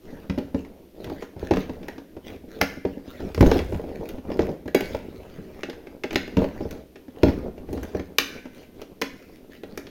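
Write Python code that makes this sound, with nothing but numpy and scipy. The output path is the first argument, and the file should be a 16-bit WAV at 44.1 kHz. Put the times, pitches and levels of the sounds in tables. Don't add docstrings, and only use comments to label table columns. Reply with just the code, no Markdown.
import sys
import numpy as np
from scipy import signal
from scipy.io import wavfile
from scipy.ndimage import uniform_filter1d

SR = 44100
rng = np.random.default_rng(int(sys.argv[2]) if len(sys.argv) > 2 else 0)


def digitize_waveform(pressure):
    field = np.atleast_2d(pressure).T
    bounded = np.clip(field, -1, 1)
    quanta = np.round(bounded * 32767).astype(np.int16)
    wavfile.write(sys.argv[1], SR, quanta)


N = 436577

# frequency in Hz, relative level in dB.
HUSH_COLOUR = [(15, -27), (25, -9), (123, -17.5), (256, 2), (384, -2), (575, -18), (695, -37.5),
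               (1190, -31), (2550, -25), (6050, -31.5), (8140, -37.5), (9840, -31), (11000, -36),
               (13600, -26), (16000, -38)]
HUSH_DB = -53.5

# frequency in Hz, time to fade by 60 dB in seconds.
ROOM_FADE = [(70, 0.32), (300, 0.9), (1000, 0.37), (2200, 0.78), (5000, 0.58), (9000, 0.73), (15000, 0.37)]
# frequency in Hz, relative level in dB.
ROOM_COLOUR = [(70, 1.5), (300, -6.5), (900, -1.5), (1600, 5.5), (2500, -2), (5000, -0.5), (9000, -1.5),
               (15000, 1)]
# delay in seconds, gain as a plain factor (negative flips the wave).
ECHOES = [(0.0102, -0.11), (0.013, 0.14), (.0205, 0.11), (0.0255, 0.044)]
EDGE_HZ = 16150

# frequency in Hz, relative level in dB.
RUB_COLOUR = [(25, 6.5), (60, -1.5), (140, -1), (185, 4.5), (280, 4.5), (420, 4), (580, -1), (750, -8.5),
              (1100, -17.5), (2000, -33), (5000, -78)]
SCRAPE_COLOUR = [(300, -35), (900, -15), (1300, 3), (2300, 3.5), (3600, -3), (4700, -4.5), (6700, -10),
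                 (8200, -23.5), (9800, -15), (11200, -21.5), (13000, -16), (15800, -10.5)]
DRAG_COLOUR = [(18, -8), (35, 5), (66, 15.5), (100, 11), (150, -5), (300, -37.5)]
# start in seconds, length in seconds, palm rubbing in dB, plastic scraping in dB.
STROKES = [(0, 0.31, -42.5, -57.5), (0.946, 0.27, -40.5, -56.5), (1.179, 0.095, -40, -44.5),
           (1.357, 0.17, -36.5, -52), (1.56, .1, -28, -41.5), (1.661, 0.34, -41.5, -61),
           (2.222, 0.17, -37, -51.5), (2.466, 0.34, -42.5, -54), (2.6, 0.063, -22, -44),
           (3.027, 0.33, -44.5, -51.5), (3.186, 0.16, -32.5, -63), (3.414, 0.21, -24, -40.5),
           (3.639, 0.58, -36, -57), (4.218, 0.35, -33, -56.5), (4.77, 0.23, -35.5, -46.5),
           (4.955, 0.71, -42, -57.5), (5.665, 0.33, -45, -67), (6.094, 0.095, -30, -42),
           (6.176, 0.3, -43, -56), (6.37, .12, -23.5, -48), (6.485, 0.35, -39.5, -55.5),
           (7.128, 0.26, -38, -60), (7.327, .2, -35, -61), (7.524, 0.24, -45, -70),
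           (7.653, 0.38, -38, -56.5), (8.25, .17, -44.5, -50.5), (8.499, .19, -50, -55.5),
           (8.72, 0.14, -42, -59), (9.115, 0.31, -55, -60.5), (9.493, .11, -49, -52.5),
           (9.63, 0.28, -44.5, -63.5)]
STROKE_EDGE_S = 0.064
HOLD_RUB_DB, HOLD_SCRAPE_DB = -52, -79
# start in seconds, length in seconds, level in dB.
DRAGS = [(2.2, 0.28, -52), (3.3, 0.51, -33), (4.82, 0.206, -45), (5.12, 0.13, -42), (7.66, 0.27, -39)]
PUSH_DB = -12.5

RATTLE_RISE_S, DULL_DB, DULL_FALL_S, BRIGHT_DB, BRIGHT_FALL_S = 0.023, -19, 0.11, -30, 0.052

# base frequency in Hz, relative level in dB, time to fade by 60 dB in seconds (the ringing's gets stretched).
TABLE_MODES = [(66.73, -0.5, 0.89), (83.5, 5.5, 0.2), (105, -19, 0.065), (117.6, -35, .4), (186, 3, 0.33)]
SHELL_MODES = [(199.5, -1.5, 0.11), (272.5, 1.5, 0.18), (346, -9.5, 0.087), (406.4, -7.5, 0.12),
               (478, 1, 0.1), (587, 3.5, 0.075), (743, -3.5, 0.056), (834, -2, 0.066)]
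RINGING_MODES = [(1527, -2, 0.37), (1660, -7, 0.42), (1718, -4.5, 0.24), (1910, -7, 0.22), (2060, -4, 0.56),
                 (2340, -5, 0.11), (2240, 7.5, 0.16), (2620, -10, 0.21), (2800, -16, 0.55),
                 (3320, -10, .22), (3910, -13, 0.28), (4580, -24, 0.34), (4840, -11, 0.28),
                 (6611, -18, 0.3)]
# frequency in Hz, relative level in dB.
CLACK_COLOUR = [(300, -22), (700, 2), (950, 8), (1250, 2), (1600, 4), (2300, 1.5), (3000, -3.5),
                (3700, -6.5), (4600, -8.5), (5400, -9), (6700, -15.5), (8000, -28.5), (11000, -33)]
TICK_COLOUR = [(3000, -65), (6000, 6.5), (8300, -10.5), (9800, -0.5), (11200, -7.5), (12800, 5.5),
               (15400, -5), (16200, 0)]

# time in seconds, table thud in dB, shell knock in dB, knock pitch in Hz, wall clack in dB.
BUMPS = [(0.127, -48, -34, 268, -68), (.297, -21.5, -21.5, 171.8, -37.5), (.377, -26.5, -19, 266.3, -42.5),
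         (.445, -33, -35, 233, -69), (.545, -22, -17.5, 233, -41), (1.071, -30.5, -36, 306, -46),
         (1.117, -39, -26, 345, -60), (1.223, -55, -30, 414, -39.5), (1.364, -31, -34.5, 336, -55),
         (1.427, -28, -25.5, 400, -55), (1.509, -39, -11, 360, -29), (1.515, -17, -17.5, 365, -34),
         (1.536, -32, -21, 316, -31.5), (1.569, -29, -20.5, 455, -30.5), (1.694, -31.5, -26, 286, -41.5),
         (1.98, -47, -33, 304, -46), (2.166, -38, -32, 336, -49.5), (2.437, -53, -37.5, 262, -77),
         (2.77, -36, -32.5, 272.6, -66.5), (2.85, -25.5, -17, 387, -38.5), (2.97, -53, -30.5, 238, -68),
         (3.076, -36, -35.5, 237, -62), (3.202, -34, -29.5, 363, -45), (3.377, -18, -23.5, 426, -37),
         (3.408, -2.5, -11.5, 236, -23.5), (3.426, -7.5, -7, 319, -26.5), (3.461, -21, -19, 392, -32),
         (3.5145, -24, -15, 474, -24), (3.558, -21, -17, 358, -41), (3.723, -39, -24, 385, -42.5),
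         (3.744, -22, -28, 292, -42), (3.795, -54, -28, 452, -49), (3.838, -51, -27, 326, -53),
         (4.029, -54, -32.5, 486, -61), (4.181, -36, -30.5, 273, -52), (4.302, -39, -26.5, 521, -43.5),
         (4.317, -50, -27, 330, -40.5), (4.392, -22, -11.5, 348, -30.5), (4.406, -39, -23, 317, -43),
         (4.49, -33, -31.5, 546, -48), (4.657, -30.5, -31, 254.8, -48), (4.947, -28, -23, 523, -35),
         (5.686, -49, -29.5, 333, -65), (6.369, -15.5, -15.5, 217, -28.5), (6.38, -28, -14, 205, -45),
         (6.418, -26, -20.5, 473, -40.5), (6.442, -43.5, -23, 486, -39), (6.606, -30, -23.5, 339.4, -46),
         (6.653, -28, -27.5, 431, -65), (7.081, -44, -36, 272, -56), (7.2324, -10.5, -7, 337, -22),
         (7.265, -16.5, -18, 314, -49), (7.283, -15, -17.5, 300, -36), (7.688, -52, -30, 340, -53),
         (7.728, -33, -25.5, 314, -60), (7.775, -43, -28, 274, -44), (7.948, -25, -20.5, 386, -41.5),
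         (7.995, -32, -26, 330, -39.5), (8.454, -54, -33, 273, -47)]
DULL_CLACK_HZ, BUMP_TICK_DB = 910, -22.5
# time in seconds, shell knock in dB, wall clack in dB, clack emphasis in Hz, edge tick in dB.
CLICKS = [(.298, -30, -38.5, 2550, -62), (.384, -26.5, -42, 3600, -53), (.648, -54, -50.5, 2240, -76),
          (1.043, -35.5, -42, 3780, -50), (1.098, -30.5, -41, 880, -58), (1.829, -37, -49.5, 3130, -70),
          (1.883, -30.5, -36, 1860, -49), (2.61, -29.5, -37, 2065, -52), (3.346, -32, -36.5, 5520, -47),
          (3.409, -17, -33, 5400, -37), (3.59, -25.5, -32.5, 2430, -64), (4.089, -42, -43, 3440, -44.5),
          (4.678, -29.5, -39.5, 1780, -55), (4.807, -23.5, -33, 2420, -40), (5.633, -27, -31, 2560, -68),
          (5.698, -33, -39.5, 3950, -56), (5.73, -43, -47, 1710, -72), (5.869, -36, -46.5, 2240, -77),
          (6.036, -46, -30.5, 2160, -52), (6.041, -23, -39.5, 2140, -62), (6.107, -31, -35.5, 2680, -70),
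          (6.129, -28.5, -37.5, 2280, -47), (6.277, -33.5, -45, 2500, -57),
          (6.709, -50, -42.5, 6100, -46.5), (6.957, -40, -48, 2630, -79), (7.578, -37.5, -54, 2510, -67),
          (7.729, -35, -47.5, 6100, -46.5), (7.831, -31.5, -40.5, 1600, -44.5),
          (8.205, -32, -46, 1630, -49), (8.816, -35, -43.5, 6230, -52), (9.0148, -24.5, -29.5, 5670, -38),
          (9.634, -30.5, -45, 3520, -57.5), (9.775, -29.5, -36.5, 5970, -42.5),
          (9.868, -50, -46, 4010, -72)]
CLICK_KNOCK_HZ, CLICK_THUD_DB = 369, -18
# time in seconds, table thud in dB, shell knock in dB, knock pitch in Hz,
# wall clack in dB, clack emphasis in Hz, edge tick in dB.
SNAPS = [(2.6135, -25, -16.5, 784, -16.5, 1960, -28.5), (4.7474, -33, -10, 392, -25.5, 2300, -30.5),
         (6.157, -36, -18, 340, -20, 2620, -38), (8.184, -38, -25.5, 448, -14, 3440, -23.5),
         (9.019, -42.5, -25.5, 400, -24.5, 2470, -41)]
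STIFF_SHARE, STIFF_TOP_HZ = 0.55, 1450
# time in seconds, level in dB, stretch of the fade time as a factor, lift of upper modes in dB per octave.
RINGINGS = [(4.7465, -23, 0.9, 5.5), (6.157, -37, 1.3, -5), (8.184, -34, 2.9, 0)]


def amp(db):
    return 10 ** (np.asarray(db) / 20)


def evened(x):
    return x / np.sqrt(np.mean(x ** 2) + 1e-20)


def blow(x):
    return x / np.sqrt(np.sum(x ** 2) * 100 / SR + 1e-20)


def read(points, hz):
    f, value = np.transpose(points)
    return np.interp(np.log(hz + 1), np.log(f + 1), value)


def add(mix, s, sound):
    part = mix[max(round(s * SR), 0):][:len(sound)]
    part += sound[:len(part)]


def colour(points, spot_hz=1000, spot_db=0, size=4096):
    hz = abs(np.fft.fftfreq(size, 1 / SR))
    octaves_away = np.log2((hz + 1) / spot_hz)
    db = read(points, hz) + spot_db / (1 + (octaves_away / 0.26) ** 2)
    spectrum = np.exp(np.conj(signal.hilbert(np.log(amp(db)))))
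    return np.fft.ifft(spectrum).real[:size // 2]


def through(x, response):
    return signal.oaconvolve(x, response)[:len(x)]


def cut(x, hz, kind, order=2):
    return signal.sosfilt(signal.butter(order, hz, kind, fs=SR, output="sos"), x)


def hush():
    return amp(HUSH_DB) * evened(through(rng.standard_normal(N), colour(HUSH_COLOUR)))


def room(x, early_db, early_t60, late_db, onset_s):
    t = np.arange(SR) / SR
    swell = 1 - np.exp(-(t / onset_s) ** 2)
    early = rng.standard_normal(SR) * swell * amp(-60 * t / early_t60)
    early = through(early, colour([(100, -4), (700, -3), (2500, 0), (6000, -1), (14000, -4)]))
    hz, when, z = signal.stft(rng.standard_normal(SR), SR, nperseg=256)
    fade_db = read(ROOM_COLOUR, hz)[:, None] - 60 * when / read(ROOM_FADE, hz)[:, None]
    late = signal.istft(z * amp(fade_db), SR, nperseg=256)[1][:SR] * swell
    response = amp(early_db) * early / np.linalg.norm(early)
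    response += amp(late_db) * late / np.linalg.norm(late)
    for s, gain in ECHOES:
        response[int(s * SR)] += gain
    return through(x, response)


def slips(per_s, spread_db, hiss):
    size = amp(spread_db * np.minimum(rng.exponential(1, N), 4)) * rng.choice([-1, 1], N)
    clicks = evened(size * (rng.random(N) < per_s / SR))
    return evened(clicks + hiss * rng.standard_normal(N))


def wander(x, patchy_db):
    z = signal.stft(x, nperseg=512, noverlap=384)[2]
    patches = uniform_filter1d(rng.standard_normal(z.shape), size=7, axis=0)
    patches = uniform_filter1d(patches, size=12, axis=1)
    return evened(signal.istft(z * amp(patchy_db * evened(patches)), nperseg=512, noverlap=384)[1][:N])


def moves(rows):
    power = np.zeros(N)
    for s, length, db in rows:
        t = np.arange(0, length, 1 / SR)
        shape = np.minimum(np.minimum(t, length - t) / STROKE_EDGE_S, 1)
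        add(power, s, (amp(db) * shape) ** 2)
    return power


def blows():
    bumps = [(s, thud_db, knock_db, hz, clack_db, DULL_CLACK_HZ, clack_db + BUMP_TICK_DB)
             for s, thud_db, knock_db, hz, clack_db in BUMPS]
    clicks = [(s, knock_db + CLICK_THUD_DB, knock_db, CLICK_KNOCK_HZ, clack_db, hz, tick_db)
              for s, knock_db, clack_db, hz, tick_db in CLICKS]
    return bumps + clicks + SNAPS


def rattles(db, fall_s):
    t, power = np.arange(SR) / SR, np.zeros(N)
    settle = ((1 - np.exp(-t / RATTLE_RISE_S)) * np.exp(-t / fall_s)) ** 2
    for s, _, knock_db, *_ in blows():
        add(power, s, amp(knock_db + db) ** 2 * settle)
    return power


def handling():
    rub = wander(through(slips(per_s=220, spread_db=4.0, hiss=0.99), colour(RUB_COLOUR)), patchy_db=3.0)
    scrape = wander(through(slips(per_s=270, spread_db=5.5, hiss=1.0), colour(SCRAPE_COLOUR)), patchy_db=5.0)
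    drag = evened(through(slips(per_s=80, spread_db=-3, hiss=0.79), colour(DRAG_COLOUR)))
    palms = amp(HOLD_RUB_DB) ** 2 + moves([(s, length, db) for s, length, db, _ in STROKES])
    plastic = amp(HOLD_SCRAPE_DB) ** 2 + moves([(s, length, db) for s, length, _, db in STROKES])
    dragging = moves(DRAGS) + amp(PUSH_DB) ** 2 * palms
    return (rub * np.sqrt(palms + rattles(DULL_DB, DULL_FALL_S))
            + scrape * np.sqrt(plastic + rattles(BRIGHT_DB, BRIGHT_FALL_S))
            + drag * np.sqrt(dragging))


def ring(modes, t, spread_db, detune):
    chance = rng.uniform(-1.48, 1, (len(modes), 2))
    return sum(amp(db + spread_db * a - 60 * t / t60) * np.sin(2 * np.pi * hz * (1 + detune * b) * t)
               for (hz, db, t60), (a, b) in zip(modes, chance))


def push(t, hz, cycles):
    u = t * hz / cycles
    return u * np.exp(-u) * np.sin(2 * np.pi * hz * t)


def chatter(t, rise_s, fall_s, linger_db, linger_s, bounce):
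    rise = 1 - np.exp(-t / rise_s)
    crack = rise * np.exp(-t / fall_s)
    rebound = bounce * np.interp(t - rng.uniform(0.0032, 0.0034), t, crack)
    rattle = amp(linger_db) * rise * np.exp(-t / linger_s)
    return rng.standard_normal(len(t)) * (np.hypot(crack, rebound) + rattle)


def thud(t):
    boom = blow(ring(TABLE_MODES, t, spread_db=0.0, detune=0.0029) * (1 - np.exp(-t / 0.0012)))
    shove = blow(push(t, hz=108, cycles=0.32))
    return cut(amp(-4.0) * shove + amp(-4) * boom, 64.3, "high", order=3)


def knock(t, hz):
    modes = ring(SHELL_MODES, t, spread_db=2, detune=0.032) * (1 - np.exp(-t / 0.0011))
    modes = blow(cut(modes, 1.94 * hz, "low"))
    swing = blow(push(t, hz, cycles=0.6) * (1 - np.exp(-t / 0.0061)))
    overtone = blow(push(t, 2.09 * hz, cycles=0.92))
    shell = amp(-1.5) * swing + amp(-15.0) * overtone + amp(-3.5) * modes
    return cut(cut(shell, 1130, "low"), 149, "high")


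def clack(t, spot_hz, slide):
    noise = chatter(t, rise_s=0.00037 * slide, fall_s=0.0027 * slide, linger_db=-22.5, linger_s=0.017, bounce=0.25)
    noise = cut(noise, min(spot_hz * STIFF_SHARE, STIFF_TOP_HZ), "high")
    return blow(through(noise, colour(CLACK_COLOUR, spot_hz, spot_db=min(3.9 * slide, 6))))


def tick(t, slide, edge):
    noise = chatter(t, rise_s=0.000089 * slide, fall_s=0.0032, linger_db=-22, linger_s=0.0093, bounce=0.16)
    return blow(through(noise, edge))


def ringing(t, stretch, lift_db):
    modes = [(hz, level + lift_db * np.log2(hz), t60 * stretch) for hz, level, t60 in RINGING_MODES]
    return blow(ring(modes, t, spread_db=3, detune=0.0013))


def contacts():
    t, out = np.arange(SR * 3 // 5) / SR, np.zeros(N)
    short, edge = t[:len(t) // 4], colour(TICK_COLOUR)
    for s, thud_db, knock_db, knock_hz, clack_db, clack_hz, tick_db in blows():
        slide = amp(-0.25 * (clack_db + 21))
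        add(out, s, amp(thud_db) * thud(t))
        add(out, s, amp(knock_db) * knock(short, knock_hz))
        add(out, s, amp(clack_db) * clack(short, clack_hz, slide))
        add(out, s, amp(tick_db) * tick(short, slide, edge))
    for s, db, stretch, lift_db in RINGINGS:
        add(out, s, amp(db) * ringing(t, stretch, lift_db))
    return out


def scene():
    toy = handling() + contacts()
    echoes = room(toy, early_db=-10.5, early_t60=0.29, late_db=-15.5, onset_s=0.01)
    return (toy + echoes + hush())[None]


def record(dry):
    low_pass = signal.firwin(401, EDGE_HZ, window=("kaiser", 9), fs=SR)
    return signal.oaconvolve(np.clip(dry, -1, 1), low_pass[None], "same")


dry = scene()
out = record(dry)
digitize_waveform(out)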